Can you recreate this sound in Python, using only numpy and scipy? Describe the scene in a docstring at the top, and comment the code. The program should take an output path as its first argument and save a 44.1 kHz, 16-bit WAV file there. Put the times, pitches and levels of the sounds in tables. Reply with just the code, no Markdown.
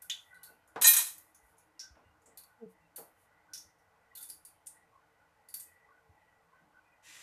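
"""A drop of batter spits in hot oil in a deep metal pan, close by, in a small, quiet kitchen.
Each steam bubble snaps its skin of oil and rings the hollow inside; steam whistles faintly in the pan.
Nearby some steelware, likely a dish, is bumped and clatters. There are dull knocks and low thuds,
and something hoots once, muffled. At the end a lump of batter meets the oil and starts to sizzle."""
import sys
import numpy as np
from scipy import signal
from scipy.fft import rfft, irfft, next_fast_len
from scipy.io import wavfile
from scipy.ndimage import uniform_filter1d

SR = 44100
rng = np.random.default_rng(int(sys.argv[2]) if len(sys.argv) > 2 else 0)


def master_out(mix):
    """Clip the mix to full scale and print it as 16-bit PCM to the path in sys.argv[1]."""
    frames = np.transpose(np.atleast_2d(mix))
    ceiling = np.clip(frames, -1, 1)
    pcm = np.round(ceiling * 32767).astype(np.int16)
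    wavfile.write(sys.argv[1], SR, pcm)


N = 318754
SIZE = 32768  # samples set aside for one short sound
T, HZ = np.arange(SIZE) / SR, np.fft.rfftfreq(SIZE, 1 / SR)  # its times and frequencies
TIME = np.arange(N) / SR
ROOM_T60 = .26  # a "t60" is the seconds a sound takes to fade by 60 dB

# tone of a bubble's oily skin snapping: (frequency [Hz], gain [dB])
SNAP_TONE = [(300, -39.5), (1500, -27), (3200, -25), (5500, -15.5), (7500, -8), (9200, -3), (10500, -1),
             (11500, -4), (12700, -3.5), (13500, -8), (14400, -7)]


def amp(db):
    """Turns decibels into a factor to multiply by."""
    return 10 ** (np.asarray(db) / 20)


def unit_level(x):
    """Scales a sound to an average (rms) level of 1."""
    return x / np.sqrt(np.mean(x ** 2) + 1e-30)


def at_level(x, db):
    """Scales a hit so that its energy, spread over 40 ms, has this level."""
    return amp(db) * x / np.sqrt(np.sum(x ** 2) / (.04 * SR) + 1e-30)


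def curve(points, hz):
    """Joins the points of a tone table and gives its values at hz."""
    f, value = np.transpose(points)
    return np.interp(np.log(hz + 1), np.log(f + 1), value)


def add(mix, s, sound):
    """Mixes a sound in at s seconds."""
    part = mix[max(round(s * SR), 0):][:len(sound)]
    part += sound[:len(part)]


def fade(t60):
    """Dies away by 60 dB every t60 seconds."""
    return np.exp(-np.log(1000) * T / t60)


def colour(x, db):
    """Filters a sound with one gain in dB for each frequency in HZ."""
    log_gain = np.log(amp(np.maximum(db, db.max() - 90)))
    mirrored = np.r_[log_gain, log_gain[-2:0:-1]]
    response = np.exp(np.conj(signal.hilbert(mirrored)))  # rings after a hit, never before
    return signal.fftconvolve(x, irfft(response[:len(HZ)])[:SIZE // 4])[:len(x)]


def resonance(hz, width_hz):
    """Gain in dB of something that rings around one pitch."""
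    return -10 * np.log10(1 + ((HZ ** 2 - hz ** 2) / ((HZ + 1) * width_hz)) ** 2)


def echoes(direct_db, t60, near_t60=.035, rise_s=.00083, crack_db=4, crack_t60=.0066):
    """Fading noise: the direct crack, quick echoes from close by, then the kitchen."""
    near = np.hypot(amp(crack_db) * fade(crack_t60), fade(near_t60))
    decay = np.hypot(amp(direct_db) * near, fade(t60))
    return rng.standard_normal(SIZE) * decay * (1 - np.exp(-T / rise_s))


def puff(length_s, tone_db):
    """Filtered noise that swells and sinks once."""
    swell = np.hanning(int(np.clip(length_s * SR, 2, SIZE)))
    noise = colour(rng.standard_normal(SIZE), tone_db)[-len(swell):]
    return unit_level(noise * swell)


def pan_tone():
    """Gain in dB for sound that bounces around inside the pan."""
    # ringing of the air between oil and pan wall: (pitch [Hz], width [Hz], gain [dB])
    air_rings = [(1562, 35, 18.5), (1956, 120, 16.5), (2516, 150, 10), (2946, 48, 11.5), (3518, 42, 14.5),
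                 (3930, 98, 6.5), (4517, 57, 8.5), (4710, 53.3, 7.5), (5170, 69, 6), (5570, 40, 9),
                 (6144, 90, 4.5), (6770, 240, 4), (8400, 150, -0.5), (9075, 160, 4), (10330, 550, 3),
                 (12910, 580, 5)]
    return 10 * np.log10(1 + sum(amp(db + resonance(hz, width)) ** 2 for hz, width, db in air_rings))


def kitchen_air(level_db=-72.5, waver_db=.63, calm_hz=3500):
    """Quiet air: the lows and middle waver in patches, the hiss above stays even."""
    # tone of the still kitchen: (frequency [Hz], gain [dB])
    air_tone = [(20, -22), (45, -12.5), (83, 0.5), (115, -9), (170, -12.5), (250, -10.5), (370, -22),
                (460, -9), (560, -6), (830, -4.5), (1400, -11), (2100, -15.5), (3200, -23.5), (6000, -26.5),
                (14300, -30)]
    hz, _, spectrum = signal.stft(rng.standard_normal(N), SR, nperseg=1024)
    patches = uniform_filter1d(rng.standard_normal(spectrum.shape), size=5, axis=0)
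    patches = unit_level(uniform_filter1d(patches, size=9, axis=1))
    waver = waver_db * patches / (1 + (hz[:, None] / calm_hz) ** 4)
    spectrum *= amp(curve(air_tone, hz)[:, None] + waver)
    return amp(level_db) * unit_level(signal.istft(spectrum, SR, nperseg=1024)[1][:N])


def murmur(swell_db=5, swell_s=.09):
    """Air hums faintly at steady pitches, each swelling and sinking by itself."""
    # the kitchen's low hums, then the pan's over the simmering oil: (pitch [Hz], width [Hz], level [dB])
    hums = [(165.5, 8.3, -86.5), (310, 38, -84), (449, 30, -85), (850, 120, -79.5), (1094, 190, -82.5),
            (1464, 170, -79.5), (1967, 160, -81), (2420, 600, -89), (3040, 250, -95.5)]
    out = np.zeros(N)
    steps = np.arange(0, 8, swell_s)
    for hz, width_hz, db in hums:
        wander = np.clip(rng.standard_normal(300), -2, 2)[:len(steps)]
        swell = amp(swell_db * np.interp(TIME, steps, wander))
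        hum = colour(rng.standard_normal(N), 2 * resonance(hz, width_hz))
        out += amp(db) * unit_level(swell * hum)
    return out


def thuds(steepness=1.7, width_share=.41):
    """Faint bumps, each ringing around one deep pitch."""
    # low bumps: (time [s], level [dB], pitch [Hz], t60 [s])
    bumps = [(1.41, -71, 55.2, .19), (1.903, -61.5, 64, .03), (2.042, -66, 82, 0.65),
             (3.639, -70.5, 85, .16), (6.09, -64, 80, .1), (6.599, -71.5, 170, 0.65)]
    out = np.zeros(N)
    for s, db, hz, t60 in bumps:
        thud = colour(echoes(0, t60, rise_s=.004), steepness * resonance(hz, hz * width_share))
        add(out, s, at_level(thud, db))
    return out


def knocks(steepness=1.9, hard_db=-37, tick_db=-14, boom_db=-7, boom_hz=265, room_hz=455):
    """Soft blows on heavy things: a tick, a dull body and a boom that stir a low note of the room."""
    # knocks around the stove: (time [s], body level [dB], body pitch [Hz])
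    blows = [(.48, -66, 646.4), (0.7526, -60, 600), (0.7594, -41, 864), (1.953, -63.5, 800),
             (2.259, -66, 606), (2.979, -54, 690)]
    out = np.zeros(N)
    room = 20 * np.log10(np.hypot(1, amp(8 + resonance(room_hz, width_hz=25))))
    for s, db, hz in blows:
        # a softer blow stays in contact longer, so it rises and fades more slowly
        rise_s = .0003 * 2 ** ((hard_db - db) / 5)
        t60 = .23 * 2 ** ((hard_db - db) / 28.5)
        tick = colour(echoes(0, t60=.025, rise_s=rise_s), steepness * resonance(1100, width_hz=1400))
        body = colour(echoes(0, t60, rise_s=rise_s), steepness * resonance(hz, hz * .8) + room)
        boom = colour(echoes(0, t60, rise_s=rise_s), steepness * resonance(boom_hz, boom_hz) + room)
        add(out, s, at_level(tick, db + tick_db) + at_level(body, db) + at_level(boom, db + boom_db))
    return out


def steam_whistles(width_hz=85, count=12, faint_per_s=1, faint_s=.14, faint_hz=2686, faint_db=-84.5):
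    """Thin jets of steam make the air in the pan sing in short, fuzzy whistles."""
    # the clearer whistles: (middle time [s], length [s], pitch [Hz], level [dB])
    clear = [(.04, 0.086, 1500, -68), (0.356, .13, 1494, -61.5), (.33, .26, 1963, -67.5),
             (.472, 0.24, 1492, -68), (1.846, .15, 1544, -66), (2.522, .14, 1495, -75.5),
             (3.529, 0.15, 1503, -68), (4.13, 0.081, 1960, -72.5), (4.21, .1, 1430, -71.5),
             (4.793, 0.17, 1938, -74), (4.962, .12, 1068, -68.5), (5.753, .5, 1948, -74),
             (5.904, .077, 1113, -68.5), (5.962, .19, 1487, -73), (6.251, .74, 1946, -79.5),
             (6.542, 0.097, 1060, -71), (6.583, .17, 1520, -73.5), (6.769, .12, 1498, -67.5),
             (6.907, .21, 2480, -81)]
    # fainter, higher ones come at random
    when, height = rng.random((count, 2)).T
    pitches = faint_hz * 2 ** (.17 * (2 * height - 1))
    times = when * count / faint_per_s
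    faint = [(s, faint_s, hz, faint_db) for s, hz in zip(times, pitches) if s < N / SR]
    out = np.zeros(N)
    for s, length, hz, db in clear + faint:
        add(out, s - length / 2, amp(db) * puff(length, 2 * resonance(hz, width_hz)))
    return out


def hoot(peak_s=2.635, pitch_hz=224, fall_hz_per_s=560, ring_hz=450, width_hz=95, low_hz=186):
    """A short falling hoot through a wall; two low notes of the kitchen ring on after it."""
    t = np.arange(-.1, .1, 1 / SR)  # seconds from the peak
    hz = pitch_hz - fall_hz_per_s * t
    slope_s = np.where(t < 0, .019, .022)  # rises a little faster than it dies
    swell = amp(-42.5) / np.cosh(2 * t / slope_s)
    phase = 2 * np.pi * np.cumsum(hz) / SR
    # each overtone is louder the nearer it is to ring_hz
    second, third = (np.sin(k * phase) / np.hypot(1, 2 * (k * hz - ring_hz) / width_hz) for k in (2, 3))
    out = np.zeros(N)
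    add(out, peak_s + t[0], swell * (second + amp(-4) * (np.sin(phase) + third)))
    for room_hz, db in (ring_hz, -56), (low_hz, -57.5):
        ring = np.sin(2 * np.pi * room_hz * T) * fade(t60=.19) * (1 - np.exp(-T / .0038))
        add(out, peak_s + .023, at_level(ring, db))
    return out


def dish_clatter(ring_t60=.17, rise_s=.0038, echo_db=-8, uneven_db=1.5):
    """The steel dish rocks and bounces; every hit crashes and sets the same notes ringing."""
    # hits of the dish: (time [s], crash level [dB], ring level [dB], treble limit [Hz])
    hits = [(0.813, -34, -43.5, 15000), (.819, -27, -31.5, 14500), (.843, -25.5, -23, 9100),
            (.857, -30, -27.5, 11980), (.869, -25, -19, 15000), (.884, -28.5, -22, 14990),
            (.934, -27, -36, 14000), (.965, -27.5, -27.5, 13100), (0.986, -37, -50, 13900),
            (1.006, -42, -59, 10500), (1.066, -44.5, -47, 15100)]
    # notes the steel rings at: (pitch [Hz], gain [dB])
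    notes = [(950, -19.5), (1838, -10), (2449, -12.5), (2560, -22), (3133, -17.5), (3300, -19.5),
             (3688, -16.5), (3930, -8), (4056, -4.5), (5087, -18.5), (5728, -14), (6024, -15), (6316, -8),
             (6531, -7.5), (6724, 0), (7235, -16), (7780, -14), (7885, -14.5), (8122, -8), (8463, -3),
             (8711, -5), (9108, -12.5), (9614, -5.5), (10167, -6.5), (10698, 3), (11030, -6.5), (11653, 2),
             (12581, 3), (13180, -11), (14213, 3.5)]
    # tone of the crash: (frequency [Hz], gain [dB])
    crash_tone = [(100, -34.5), (350, -20.5), (600, -12.5), (950, -7.5), (1400, -3.5), (2500, -7),
                  (4000, -3), (5200, -4.5), (8800, 1.5), (12500, 3.5), (14400, 4.5)]
    out = np.zeros(N)
    hz, db = np.transpose(notes)
    # the crash is strongest around the notes
    body = 10 * np.log10(1 + sum(amp(6 + resonance(f, width_hz=90)) ** 2 for f in hz))
    for s, crash_db, ring_db, top_hz in hits:
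        phase, luck = rng.random(len(hz)), rng.standard_normal(len(hz))
        strength = amp(db + uneven_db * luck) / np.sqrt(1 + (hz / top_hz) ** 20)
        waves = np.sin(2 * np.pi * (hz[:, None] * T + phase[:, None]))
        ring = strength @ waves * fade(ring_t60) * (1 - np.exp(-T / rise_s))
        room = signal.fftconvolve(ring, echoes(0, ROOM_T60))[:SIZE]
        treble_cut = 10 * np.log10(1 + (HZ / top_hz) ** 20)
        crash = colour(echoes(direct_db=3, t60=.31), curve(crash_tone, HZ) + body - treble_cut)
        add(out, s, at_level(ring, ring_db) + at_level(room, ring_db + echo_db))
        add(out, s, at_level(crash, crash_db))
    return out


def sizzle(start_s=7.022, rise_s=.059, level_db=-54, bubbles_per_s=5000):
    """Wet batter sinks into the oil, and thousands of tiny bubbles burst each second."""
    # tone of the sizzle: (frequency [Hz], gain [dB])
    sizzle_tone = [(300, -32), (700, -15), (1100, -8.5), (2000, 0), (2700, -2), (4200, -10), (5200, -6.5),
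                   (7000, -4.5), (10000, -11), (12000, -19.5), (14300, -21)]
    strength = rng.standard_normal(N) * amp(-np.minimum(rng.exponential(1, N), 5))
    clicks = strength * (rng.random(N) < bubbles_per_s / SR)
    bursts = signal.fftconvolve(clicks, echoes(7.4, ROOM_T60))[:N]
    hiss = colour(bursts, curve(sizzle_tone, HZ) + .092 * pan_tone())
    swell = np.tanh(np.maximum(TIME - start_s, 0) / rise_s)
    return amp(level_db) * swell * unit_level(hiss)


def fizzes(level_db=-78.5):
    """Clouds of very small bubbles fizz softly between the spits."""
    # bubble clouds: (middle time [s], length [s])
    clouds = [(0.236, 0.44), (1.28, 0.18), (1.481, 0.24), (2.715, .09), (3.22, 0.18)]
    out = np.zeros(N)
    for s, length in clouds:
        add(out, s - length / 2, amp(level_db) * puff(length, curve(SNAP_TONE, HZ) + pan_tone()))
    return out


def faint_bubbles(count=12, per_s=.95, level_db=-84, snap_hz=9100, ring_hz=7000):
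    """Small bubbles that burst at random moments, as extra rows for spits()."""
    when, loudness, height = rng.random((count, 3)).T
    times = when * count / per_s
    levels = level_db + 3 * (2 * loudness - 1)
    pitches = ring_hz * 2 ** (.3 * (2 * height - 1))
    return [(s, db, snap_hz, db, hz, 0) for s, db, hz in zip(times, levels, pitches) if s < N / SR]


def spits(steepness=1.3, typical_hz=4400, typical_width_hz=310, typical_db=-61.5):
    """Steam bubbles burst in the pan: each snaps its oily skin and rings the small hollow inside."""
    # bursting bubbles: (time [s], snap level [dB], snap pitch [Hz], ring level [dB], ring pitch [Hz],
    # direct sound over the room [dB])
    bubbles = [(0.0203, -52.5, 11500, -85, 3420, 4), (.098, -65, 9400, -38.5, 3260, 3),
               (0.0988, -54.5, 6950, -43.5, 6600, 11.5), (.112, -75, 6600, -39.5, 3550, 18),
               (0.343, -70, 8800, -74.5, 4100, -9), (.433, -52, 11850, -63, 4310, 2),
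               (0.675, -71.5, 9536, -79, 7130, -2), (1.182, -56, 12900, -72, 6770, 10),
               (1.3467, -65, 9830, -69, 6510, 3), (1.582, -68, 10400, -76, 6600, -8),
               (1.794, -85, 12000, -45.5, 5580, -4), (2.259, -82, 8630, -65.5, 7850, -3),
               (2.3742, -52, 11900, -63, 4350, 3), (2.437, -64, 12000, -71, 4320, 16),
               (2.961, -46, 12950, -64, 4460, -15), (3.535, -50.5, 8870, -46, 5580, -12),
               (3.577, -60.5, 9100, -53, 6020, 7), (4.1524, -51, 12000, -62, 4270, -3),
               (4.172, -50, 12940, -61.5, 3590, -8), (4.211, -53, 13000, -64, 4550, 0),
               (4.228, -48, 9500, -68, 3660, 5), (4.289, -52.5, 10460, -68, 4800, -5),
               (4.3002, -48, 10800, -59.5, 4760, 9), (4.451, -54, 9480, -70.5, 4610, 5.5),
               (4.661, -66, 9000, -67.5, 7900, -10), (4.6694, -64, 9100, -49, 8800, 8.5),
               (5.487, -57, 10550, -69, 4640, -11), (5.541, -42, 12900, -54, 4630, 6),
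               (5.598, -51.5, 12800, -52, 8500, -1.5)]
    out, pan = np.zeros(N), pan_tone()
    for s, snap_db, snap_hz, ring_db, ring_hz, direct_db in bubbles + faint_bubbles():
        # a wider resonance dies sooner: small, high hollows do, and so do those torn open violently
        violence = max(ring_db - typical_db, 0) / 25
        width_hz = typical_width_hz * (ring_hz / typical_hz) ** 2.1 * 2 ** violence
        skin = 20 * np.log10(np.hypot(1, amp(6 + resonance(snap_hz, width_hz=700))))
        snap = colour(echoes(direct_db, ROOM_T60), curve(SNAP_TONE, HZ) + skin + pan)
        ring = colour(echoes(direct_db, ROOM_T60), steepness * resonance(ring_hz, width_hz) + pan)
        add(out, s - .001, at_level(snap, snap_db) + at_level(ring, ring_db))
    return out


def scene():
    """All sounds reach two close microphone openings, with slightly different timing in the treble."""
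    # how unlike left and right are: (frequency [Hz], side over mid [dB])
    stereo_spread = [(60, -49), (2900, -68), (4400, -42), (8100, -11.5), (15000, -8)]
    mid = spits() + fizzes() + dish_clatter() + knocks() + thuds()
    mid = mid + steam_whistles() + murmur() + hoot() + sizzle() + kitchen_air()
    size = next_fast_len(N + SIZE)
    hz = np.fft.rfftfreq(size, 1 / SR)
    ripple = 1j * np.sqrt(2) * np.sin(2 * np.pi * hz / 1900)  # which side leads changes with frequency
    side = irfft(rfft(mid, size) * amp(curve(stereo_spread, hz)) * ripple, size)[:N]
    return np.array([mid + side, mid - side])


def record(dry):
    """Cuts off the treble above 14400 Hz."""
    low_pass = signal.firwin(511, 14400, window=("kaiser", 8), fs=SR)
    return signal.oaconvolve(dry, low_pass[None], "same", axes=1)


dry = scene()
out = record(dry)
master_out(out)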